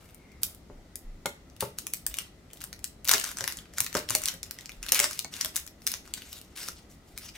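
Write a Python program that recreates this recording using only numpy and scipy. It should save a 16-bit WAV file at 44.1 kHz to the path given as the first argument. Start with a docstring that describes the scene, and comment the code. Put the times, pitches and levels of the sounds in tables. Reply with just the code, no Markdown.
"""Stiff plastic film snaps, crackles and rustles as small hands peel it off a hollow toy capsule on a wooden table.
Snaps and crackles are short noise bursts in three ringing bands; the rustle is patchy, fluttering noise.
Knocks ring the modes of shell and table top; a second capsule rolls faintly as a wavering narrow band.
A small room answers with single echoes and a tail; slow floor thumps and a quiet hum lie underneath.
A two-port microphone hears it all up close."""
import sys
import numpy as np
from scipy import signal
from scipy.io import wavfile
from scipy.ndimage import uniform_filter1d

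SR = 44100
rng = np.random.default_rng(int(sys.argv[2]) if len(sys.argv) > 2 else 0)


def to_wav(s):
    """Save 16-bit WAV."""
    ch = np.atleast_2d(s).T  # columns
    pcm = np.round(np.clip(ch, -1, 1) * 32767)  # PCM
    wavfile.write(sys.argv[1], SR, pcm.astype(np.int16))


N = 325017  # samples in the scene

# The clearest buckles and tears of the film, part levels against the middle part:
# (time [s], peak level [dB], low part [dB], top part [dB], low ring [Hz], middle ring [Hz])
SNAPS = [(0.1456, -35.5, -17, 29, 3000, 7550), (0.3177, -48, 0, 0, 2180, 5530),
         (0.4325, -7, -26, 13.5, 3120, 4380), (0.438, -26.5, -14, 4.5, 3060, 5400),
         (0.4492, -23, -22, 24, 3180, 5350), (0.5477, -34.5, -6, 24, 1300, 8050),
         (0.9563, -22, -15, 13, 1980, 7950), (1.258, -16, -5.5, 2, 1080, 4200),
         (1.2603, -19.5, -7.5, -11, 1000, 7410), (1.499, -46.5, -12, -23, 2350, 5460),
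         (1.5643, -40, -11, 4, 2380, 3550), (1.6066, -13.5, -7, 13.5, 3220, 3670),
         (1.7859, -19.5, -15, -1, 2200, 6700), (1.8679, -19.5, -7, 5.5, 2180, 6250),
         (1.9358, -13, -6.5, 13.5, 2130, 6160), (2.0651, -11, -13, 10.5, 1810, 6100),
         (2.141, -21, -3, 6, 3010, 3280), (2.1693, -28, -12, 0, 2960, 8250),
         (2.1861, -14.5, 0, 4.5, 2800, 7120), (2.5027, -45, 6, -13, 2770, 7610),
         (2.5115, -45, 4, -12, 2810, 7630), (2.5327, -31, -10, 10, 2780, 8400),
         (2.5721, -39, -8, 5, 3200, 3530), (2.6053, -36, -5, -3, 3200, 6940),
         (2.6114, -34, -4, -3, 1480, 4100), (2.6165, -29, -4, 5, 1560, 6380),
         (2.6396, -23, -11, 3.5, 1420, 7550), (2.7287, -26, -7.5, -7, 1810, 5760),
         (2.7914, -39.5, -8, 3, 2190, 7870), (2.8422, -17.5, -17, -4, 3060, 7060),
         (3.0459, -25.5, -14, 10, 2950, 7600), (3.0517, -22, -15, 11, 1940, 3730),
         (3.076, -17.5, -16, -2, 1720, 5500), (3.0853, -11.5, -18, 2, 3060, 5000),
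         (3.0924, -5.5, -4.5, 2, 1680, 5670), (3.1131, -7, -6.5, -2, 1510, 6470),
         (3.1154, -5.5, -7.5, 1, 2080, 6550), (3.132, -14, -5, -9, 1410, 6970),
         (3.1371, -5.5, -8, -5, 1560, 5200), (3.142, -13.5, -8, -2, 1410, 6220),
         (3.1806, -18.5, -26, -2, 2140, 3680), (3.198, -19, -14, -4, 2920, 7540),
         (3.2124, -23, -13, -5, 1660, 4990), (3.239, -22.5, -10, -13, 1570, 7200),
         (3.2417, -16.5, -15, -10, 1310, 6060), (3.2512, -26, -4, -6, 2090, 5190),
         (3.2627, -27, 0, 9, 1520, 5210), (3.2902, -26.5, -6, 4, 1270, 5520),
         (3.3148, -26.5, -3, 0, 1560, 7540), (3.3702, -23.5, -11, -16, 1680, 6300),
         (3.3854, -20, -12.5, -16, 1570, 7000), (3.4075, -17.5, -8, -12, 1740, 5900),
         (3.4404, -17.5, -6, -6, 1800, 5340), (3.477, -13, 0, 6.5, 2000, 4170),
         (3.5008, -27, 0, -3, 1640, 5260), (3.5232, -23, -22, -6, 1690, 5550),
         (3.5708, -27.5, -25, -5, 1460, 7000), (3.5872, -32, -8, -3, 2990, 3330),
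         (3.6558, -43.5, 3, -13, 1720, 3330), (3.7365, -36.5, -9, -13, 1710, 6630),
         (3.7834, -13.5, -4.5, 2.5, 1650, 6160), (3.804, -6, -8.5, 10.5, 2060, 6200),
         (3.8445, -22, -12, 7, 2100, 5160), (3.864, -21.5, -2.5, -1, 2080, 5770),
         (3.928, -26.5, -4, -1, 2170, 5300), (3.9424, -26, -8, -4, 2430, 6450),
         (3.9512, -14, -2.5, -13, 1130, 6150), (3.9681, -17.5, -13, -1, 1390, 4800),
         (3.972, -18.5, -7, -3, 1560, 5850), (3.99, -24, -10, 0, 1400, 5940),
         (4.0887, -20.5, -19, -16, 3130, 4600), (4.0976, -19, -29, 2, 1490, 6320),
         (4.1053, -12.5, -12, -11, 1620, 7460), (4.1507, -6.5, -6.5, 6.5, 3000, 6100),
         (4.218, -22.5, -23, -4, 1260, 7810), (4.237, -18.5, -17, -1, 2580, 6280),
         (4.2567, -12, -15, 1.5, 2900, 5730), (4.2776, -19.5, -8, 5, 3010, 4870),
         (4.2848, -13.5, -8.5, -5, 2920, 5800), (4.3393, -31, -10, 0, 1540, 7820),
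         (4.4305, -21.5, -18, -3, 1850, 5060), (4.5097, -21.5, -11, 5, 1670, 5220),
         (4.5871, -29.5, -4, -13, 2010, 5550), (4.6092, -35, -5, -3, 3180, 5130),
         (4.6576, -28, -11, -13, 3140, 5800), (4.6934, -27.5, 3, -4, 2390, 5090),
         (4.7184, -34.5, -2.5, -2.5, 3180, 3310), (4.8285, -22.5, -9, -27, 2280, 6730),
         (4.864, -26, -9, -4, 1570, 3970), (4.8858, -21.5, -16, -7, 3090, 3300),
         (4.8901, -22, -4.5, -2.5, 2640, 5350), (4.9207, -2, -11.5, 4.5, 3100, 6100),
         (4.9456, -9, -12, 6, 3040, 5150), (4.9918, -8.5, -8, 3, 3000, 4850),
         (5.0003, -6.5, -6, -5, 2250, 7400), (5.0418, -8, -14, -18, 1680, 6700),
         (5.1101, -24, -8.5, 0, 1280, 5820), (5.1312, -26, -11, 0, 2340, 5590),
         (5.1911, -14, -37, -3, 3270, 5700), (5.2455, -22, -22, -22, 2100, 5500),
         (5.3388, -24, -11, -18, 2620, 4650), (5.3652, -29, -16, -10, 2260, 5640),
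         (5.4106, -12, -34, -34, 2000, 6140), (5.447, -15.5, -12, 4.5, 2010, 3650),
         (5.4583, -19.5, -16, -4, 1220, 6200), (5.559, -14, -18, 11, 3030, 4770),
         (5.5638, -12.5, -15, 3, 2170, 6760), (5.665, -32.5, -14, 0, 1460, 6760),
         (5.6758, -30, -12.5, 0, 2010, 5350), (5.8192, -40.5, -4, -2, 2380, 5330),
         (5.8672, -11, -22, 3, 1570, 4860), (5.874, -12, -11, 5.5, 1960, 5650),
         (5.917, -18, -31, 7, 2150, 5080), (5.9388, -19, -13, -15, 2250, 4760),
         (6.0761, -38.5, -4, -9, 1230, 5350), (6.1378, -18, -7, -4, 2870, 6800),
         (6.2198, -33, 2, 0, 2770, 3320), (6.329, -25, -11, 9.5, 2820, 3660),
         (6.3883, -39, -10, 8, 3030, 3370), (6.414, -32.5, -5, 10, 3020, 4720),
         (6.562, -39, 1, 2, 2800, 5160), (6.6853, -21, -6, -1, 1500, 5560),
         (7.1766, -24, -5, 3.5, 2480, 5320), (7.185, -27.5, -8, 19, 2010, 5470)]
# Ring-down of a snap: (low part t60 [s], middle part t60 [s], top part t60 [s])
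SNAP_T60 = (0.011, 0.0092, 0.012)
# Spectral width of a snap: (low part [octaves], middle part [octaves], top part [octaves])
RING_OCTAVES = (.2, .36, .42)
# Likeness of a snap at the two ports: (low part [0-1], middle part [0-1], top part [0-1])
PORTS_ALIKE = (1, 0.45, 0.73)
TOP_HZ = 11940  # centre of the top part
SNAP_LEFT_DB, SNAP_SCATTER_DB = 2.0, 1.4  # left minus right: mean and spread over the snaps

# Spells of pulling and fingering, top and low part against the middle part:
# (start [s], rise [s], hold [s], level [dB], top part [dB], low part [dB], share of separate crackles [0-1])
SPELLS = [(0, 0.0035, 0.097, -71, 10, 6, 1), (0.411, 0.0063, 0.079, -79, 30, 14, 1),
          (0.694, 0.0089, 0.024, -87, -2, -3, 0.6), (1.597, 0.017, 0.015, -45.5, 6, -3, 0.73),
          (1.773, .01, 0.012, -50, 3, -16, 0.2), (1.922, 0.011, .02, -50, 2, -24, .5),
          (2.075, .11, .03, -50.5, -21, -2.5, 0.23), (2.515, 0.11, 0.03, -56.5, -3, -13.5, 1),
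          (2.824, 0.0087, .02, -55.5, -5, -14, 0.3), (3.045, 0.07, 0.045, -38, 2.5, 1.5, .5),
          (3.17, .02, 0.12, -47.5, 1, -3.5, .6), (3.36, 0.014, 0.13, -46, -2, -6, 1),
          (3.495, .02, .08, -57, -11, -3, 0.5), (3.6, .02, .08, -70, -16, 2, 0.3),
          (3.726, 0.05, 0.086, -48.5, -4, -7.5, 0.14), (3.907, 0.048, 0.037, -48, -2.5, 4, 1),
          (4.075, 0.024, 0.054, -45.5, -3, -1.5, 0.6), (4.187, 0.084, 0.015, -45, 3, 2, .4),
          (4.43, 0.014, 0.31, -64, 0.5, -0.5, 0.87), (4.816, 0.016, 0.11, -56, 5.5, 4, 1),
          (4.917, 0.0081, 0.11, -32, -4.5, -3.5, 0.24), (5.075, 0.018, 0.1, -49.5, 0.5, -6.5, 0.6),
          (5.312, 0.028, .11, -46, 1, -2.5, 0.58), (5.539, .015, 0.024, -51.5, 9.5, 1.5, .8),
          (5.784, 0.045, .05, -70, 12, -3, 0.5), (5.861, 0.0044, 0.073, -43.5, -2.5, -9, 0.02),
          (6.035, 0.02, 0.032, -59, 0, -1, 0.84), (6.127, 0.0086, 0.14, -55, -4, -1, 0),
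          (6.303, 0.015, 0.062, -52, 0, -6, .1), (6.45, 0.028, .09, -71, -5, -2, 0.1),
          (6.553, .01, 0.12, -46, 0.5, -7.5, 0.78), (6.75, 0.014, .02, -57, -9, -12, .4),
          (6.888, 0.012, 0.023, -62.5, 1.5, -18, .4), (7.04, .05, .03, -66.5, 4, -4, .3),
          (7.119, 0.15, 0.016, -52, -1, -2.5, 0), (7.334, 0.0082, 0.011, -52.5, -10, 7.5, 0)]
# A spell starts 16 dB down, swells to its level, then dies away evenly
RISE_FROM_DB, SETTLE_DB_PER_S = -16, 296.5
CRACKLES_PER_S = 900  # on average
# Centres of the rustle: (low part [Hz], middle part [Hz])
RUSTLE_HZ = (2300, 5440)

# The capsule meets the table: (time [s], peak level [dB], hardness [dB per octave])
KNOCKS = [(.7, -34, -1.5), (1.257, -18.5, 17.5), (1.625, -18, 1), (3.143, -24, 6.5), (3.411, -34, -10),
          (3.803, -38, -16), (3.952, -14.5, -1.5), (4.105, -32, -9.5), (4.153, -24.5, 5),
          (4.336, -38.5, -16), (4.921, -24, 9), (5.001, -27, 2), (5.041, -26.5, 10), (5.247, -32.5, 22.5),
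          (5.446, -38.5, -4)]
# Modes of shell and table top, before each blow varies them: (frequency [Hz], level [dB], t60 [s])
CAPSULE = [(117, -10, 0.028), (165, -20.5, 0.18), (254, -12.5, 0.086), (410, -4, 0.21), (470, 5.5, 0.032),
           (606, 10.5, 0.11), (705, 3, 0.023), (902, 13, 0.018), (1100, 5, 0.011), (1420, -6, .025),
           (1750, -7, .02), (2200, -12.5, 0.037)]
# The second capsule rolls over the boards: (time [s], level [dB], ring [Hz])
ROLL = [(0, -76, 2300), (.3, -63, 2150), (.41, -68.5, 2050), (.5, -78.5, 2100), (.9, -72, 1980)]

# Dull low thumps through the floor: (time [s], envelope peak [dB], frequency [Hz])
THUMPS = [(.715, -46.5, 29), (1.044, -36, 27.6), (2.078, -45, 49.7), (4.771, -41.5, 38.5)]
# Spectral shape of the hum, relative: (frequency [Hz], density [dB per Hz])
HUM = [(11, -48.5), (18, -18), (59, 5.5), (114, -5.5), (170, -2.5), (366, -8), (486, -14), (645, -13.5),
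       (1110, -22.5), (1240, -17.5), (1700, -24), (3870, -24), (7640, -28.5), (14700, -36), (16000, -39.5)]
HUM_DB = -53.5  # rms level of the hum before panning
# Hum at the two ports: (frequency [Hz], left-right likeness [-1 to 1])
HUM_SAME = [(60, 0.97), (180, 0.99), (550, 0.7), (1650, 0.086), (4970, 0.02), (15000, 0.07)]

# Single echoes, before the three turning tails weight them: (delay [ms], left level [dB], right level [dB])
ECHOES = [(1.328, -28.5, -24), (5.583, -16, -21), (7.27, -13, -33.5), (8.16, -45.5, -37.5),
          (9.39, -16.5, -21), (11.43, -27, -20), (17.14, -19, -27), (33.62, -23, -23)]
# Decay of the room tail: (frequency [Hz], t60 [s])
ROOM = [(200, 0.3), (800, 0.27), (2000, 0.32), (5500, 0.26), (15000, 0.2)]
# Strength of the room tail: (frequency [Hz], energy against the direct sound [dB])
ROOM_DB = [(200, 0.5), (1000, -5.5), (4000, -4), (15000, -10)]
# Room tail at the two ports: (frequency [Hz], left-right likeness [-1 to 1])
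ROOM_SAME = [(100, 1), (250, 1), (600, 0.74), (1500, -0.68), (4000, -0.42), (12000, 0.88)]

# Colour of the microphone: (frequency [Hz], gain [dB])
MICROPHONE = [(800, 0), (1500, -0.5), (2500, -2.5), (4000, -2.5), (6000, -1.5), (9000, -3.5), (12000, -3),
              (15750, -3), (16150, -22)]
LEFT_LEAD_S = 2.4e-5  # the left port is nearer to the hands
EDGE_HZ = 16900  # band limit
FULL_SCALE = .92  # ceiling of the input stage


def snaps():
    """Each buckle of the film flips over at once; the two ports see it from slightly different sides."""
    out = np.zeros((2, N))
    low_hz, middle_hz = np.transpose(SNAPS)[4:6]
    alike = np.clip(PORTS_ALIKE, 0, 1)[:, None, None]
    left = snap_shapes(low_hz, middle_hz)
    right = alike * left + np.sqrt(1 - alike ** 2) * snap_shapes(low_hz, middle_hz)
    pans_db = SNAP_LEFT_DB + SNAP_SCATTER_DB * rng.standard_normal(len(SNAPS))
    for k, (s, peak_db, low_db, top_db, _, _) in enumerate(SNAPS):
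        share = gain_of([low_db, 0, top_db])
        burst = np.array([share @ left[:, k], share @ right[:, k]]) / np.linalg.norm(share)
        add(out, s, placed(gain_of(peak_db) * burst, pans_db[k]))
    return out


def snap_shapes(low_hz, middle_hz):
    """Bursts that start within about a millisecond and ring at their crease: three parts x events x samples."""
    t = np.arange(800) / SR
    noise = rng.standard_normal((len(low_hz), 800))
    centres = [low_hz, middle_hz, TOP_HZ + 0 * low_hz]
    onset = 1 - np.exp(-(t / 0.00032) ** 2)
    shapes = []
    for hz, octaves, t60 in zip(centres, RING_OCTAVES, SNAP_T60):
        burst = coloured(noise, hz, octaves) * onset * gain_of(-60 * t / t60)
        short_power = uniform_filter1d(2 * burst ** 2, size=30)
        shapes.append(burst / np.sqrt(short_power.max(-1, keepdims=True)))
    return np.array(shapes)


def handling():
    """Skin and film slide with a rustle while tiny creases, each with its own colour, crackle at random."""
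    crackling, gliding = np.sqrt(spell_powers())
    size = gain_of(3.6 * np.minimum(rng.exponential(1, N), 4))
    size = size * (rng.random(N) < CRACKLES_PER_S / SR)
    crease = rng.integers(0, 24, N)  # which of 24 creases gives way
    low_hz = np.geomspace(1200, 2900, 24)
    middle_hz = rng.permutation(np.geomspace(3300, 7800, 24))
    shapes = snap_shapes(low_hz, middle_hz)
    shapes = shapes * gain_of(1.33 * rng.standard_normal((3, 24, 1)))
    sliding, out = rustle(patchy_db=3.0, flutter_db=4.5), np.zeros(N)
    for k, hz in enumerate(RUSTLE_HZ + (TOP_HZ,)):
        crackle = sum(signal.oaconvolve(size * (crease == c), shapes[k, c])[:N] for c in range(24))
        soft = coloured(sliding, hz, octaves=.5)[:N]
        out += crackling[k] * evened(crackle) + gliding[k] * soft
    return placed(out, pan_db=2.0)


def spell_powers():
    """Summed power of all spells, split by grain: crackle and slide x three parts x samples."""
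    out, t = np.zeros((2, 3, N)), np.arange(SR) / SR
    for s, rise, hold, level_db, top_db, low_db, grain in SPELLS:
        rise, grain = max(rise, 1 / SR), np.clip(grain, 0, 1)
        swell_db = RISE_FROM_DB * np.maximum(1 - t / rise, 0)
        settle_db = -SETTLE_DB_PER_S * np.maximum(t - rise - hold, 0)
        parts_db = level_db + np.array([[low_db], [0], [top_db]])
        parts = gain_of(parts_db + swell_db + settle_db) ** 2
        add(out, max(s, 0), np.array([grain * parts, (1 - grain) * parts]))
    return out


def rustle(patchy_db, flutter_db):
    """Sliding noise whose colour shifts in patches and whose level flutters."""
    z = signal.stft(rng.standard_normal(N + 512), nperseg=256)[2]
    patches = uniform_filter1d(rng.standard_normal(z.shape), size=16, axis=1)
    patches = uniform_filter1d(patches, size=7, axis=0)
    flutter = uniform_filter1d(rng.standard_normal(z.shape[1]), size=6)
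    z = z * gain_of(patchy_db * patches / patches.std() + flutter_db * evened(flutter))
    return signal.istft(z, nperseg=256)[1][:N + N % 2]  # an even length


def knocks():
    """A blow with a brief rattle rings shell and table top; a hard blow favours the upper modes."""
    out, t = np.zeros(N), np.arange(SR // 5) / SR
    for s, peak_db, hard_db in KNOCKS:
        hz, db, t60 = np.transpose(CAPSULE)[..., None]
        spot_db, grip = rng.standard_normal((2, len(hz), 1))  # every blow lands on another spot, in another grip
        hz = hz * (1 + .04 * grip)
        db = db + 3 * spot_db + hard_db * np.log2(hz / 500)
        modes = gain_of(db - 60 * t / t60) * np.sin(2 * np.pi * hz * t)
        blow = modes.sum(0)
        hits = rng.standard_normal(900) * (rng.random(900) < .03)
        rattle = 0.52 * hits * gain_of(-60 * t[:900] / 0.06)
        ring = blow + np.convolve(blow, rattle)[:len(t)]
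        add(out, s, gain_of(peak_db) * ring / abs(ring).max())
    low_cut = signal.butter(N=2, Wn=80, btype="high", fs=SR, output="sos")
    radiated = signal.sosfilt(low_cut, out)
    return placed(radiated, pan_db=1.0)


def roll():
    """The grain of the wood shakes the rolling shell, which answers with a faint, wavering ring."""
    s, *columns = np.transpose(ROLL)
    level_db, hz = (np.interp(np.arange(N) / SR, s, c) for c in columns)
    bandwidth_hz = 150
    pole = np.exp(-np.pi * bandwidth_hz / SR)
    slow = signal.lfilter([1], [1, -pole], rng.standard_normal((2, N)))
    carrier = np.exp(2j * np.pi * np.cumsum(hz) / SR)
    ring = ((slow[0] + 1j * slow[1]) * carrier).real
    return placed(gain_of(level_db) * evened(ring), pan_db=3)


def thumps():
    """A few slow swings through the floor that swell for about one cycle and die away."""
    out, t = np.zeros(N), np.arange(SR // 2) / SR
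    for s, peak_db, hz in THUMPS:
        u = t * hz / 1.05  # 1 at the envelope peak
        envelope = u * np.exp(1 - u)
        add(out, s, -gain_of(peak_db) * envelope * np.sin(2 * np.pi * hz * t))
    return out


def hum():
    """Steady room and microphone noise, slightly patchy, alike in both ports at the bottom."""
    frames, hz = N // 512 + 5, np.fft.rfftfreq(2048, 1 / SR)
    a, b, c, d, patches = rng.standard_normal((frames, 1025, 5)).T
    patches = uniform_filter1d(uniform_filter1d(patches, size=12, axis=0), size=8, axis=1)
    same = np.clip(read(HUM_SAME, hz), -1, 1)[:, None]
    left, other = a + 1j * b, c + 1j * d
    z = np.array([left, same * left + np.sqrt(1 - same ** 2) * other])
    z *= gain_of(read(HUM, hz)[:, None] + 1.1 * patches / patches.std())
    noise = signal.istft(z, nperseg=2048, noverlap=1536)[1][:, :N]
    return placed(gain_of(HUM_DB) * evened(noise), pan_db=1.4)


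def room(x):
    """Direct sound reaches the left port first; three tails take turns smoothly: echoes waver 4.3 times a second."""
    even = N + N % 2
    hz = np.fft.rfftfreq(even, 1 / SR)
    delay = np.exp(-2j * np.pi * hz * LEFT_LEAD_S)
    right = np.fft.irfft(np.fft.rfft(x[1], even) * delay)[:N]
    turn = np.pi * np.arange(N) / SR * 4.3
    turns = [np.sqrt(2 / 3) * abs(np.cos(turn + k * np.pi / 3)) for k in range(3)]  # squares sum to 1
    echoes = sum(signal.fftconvolve((w * x.mean(0))[None], room_tail(), axes=1)[:, :N] for w in turns)
    return np.array([x[0], right]) + echoes


def room_tail():
    """Single echoes up to 34 ms, joined from 5 ms by sparse random taps that die band by band, alike at the bottom."""
    size, first, gap = SR // 2, 220, 12  # samples
    taps = np.zeros((2, size))
    slots = np.arange(first, size - gap, gap)
    at = slots + rng.integers(0, gap, (2, len(slots)))
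    np.put_along_axis(taps, at, rng.choice([-1., 1.], at.shape), 1)
    hz, t, z = signal.stft(taps, SR, nperseg=512)
    same = np.clip(read(ROOM_SAME, hz), -1, 1)[:, None]
    t60 = read(ROOM, hz)[:, None]
    z = np.array([z[0], same * z[0] + np.sqrt(1 - same ** 2) * z[1]])
    z *= gain_of(-60 * t / t60)
    z *= gain_of(read(ROOM_DB, hz))[:, None] / np.sqrt(t60)
    tail = signal.istft(z, SR, nperseg=512)[1][:, :size]
    tail *= np.sqrt(gap * 6 * np.log(10) / SR)  # tap density and decay turned into energy
    tail[:, :first] = 0
    for ms, *db in ECHOES:
        at = round(ms * SR / 1000) + rng.integers(0, 4, 2)  # the ports hear a wall up to 3 samples apart
        tail[[0, 1], at] += gain_of(db)
    return tail


def coloured(noise, centre_hz, octaves):
    """Keeps a bell-shaped band of each row of noise."""
    hz = np.fft.rfftfreq(noise.shape[-1], 1 / SR) + 1
    away = np.log2(hz / np.asarray(centre_hz)[..., None]) / octaves
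    bell = np.exp(-.5 * away ** 2) + 0.33 * np.exp(-.5 * (away / 4) ** 2)  # a peak on a broad foot
    return evened(np.fft.irfft(np.fft.rfft(noise) * bell, noise.shape[-1]))


def gain_of(db):
    """Decibels to a factor."""
    return 10 ** (np.asarray(db) / 20)


def evened(x):
    """Scales the last axis to rms 1."""
    return x / np.sqrt(np.mean(x ** 2, -1, keepdims=True) + 1e-20)


def read(points, hz):
    """Reads a (frequency [Hz], value) table on a log axis."""
    f, value = np.transpose(points)
    return np.interp(np.log(hz + 1), np.log(f + 1), value)


def add(mix, s, sound):
    """Mixes a sound in from time s."""
    part = mix[..., round(s * SR):][..., :sound.shape[-1]]
    part += sound[..., :part.shape[-1]]


def placed(x, pan_db):
    """Pans a sound by a left-minus-right level difference."""
    return x * gain_of([[pan_db / 2], [-pan_db / 2]])


def scene():
    """Film and capsules sound into the room; thumps and hum join without its echoes."""
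    return room(snaps() + handling() + knocks() + roll()) + thumps() + hum()


def record(dry):
    """Microphone colour, an input stage that rounds off the highest peaks, then the band limit."""
    hz = np.linspace(0, SR / 2, 257)
    colour = signal.firwin2(255, hz, gain_of(read(MICROPHONE, hz)), fs=SR)
    heard = signal.oaconvolve(dry, colour[None], "same")
    heard = FULL_SCALE * np.tanh(heard / FULL_SCALE)
    band_limit = signal.firwin(255, EDGE_HZ, window=("kaiser", 9), fs=SR)
    return signal.oaconvolve(heard, band_limit[None], "same")


dry = scene()
out = record(dry)
to_wav(out)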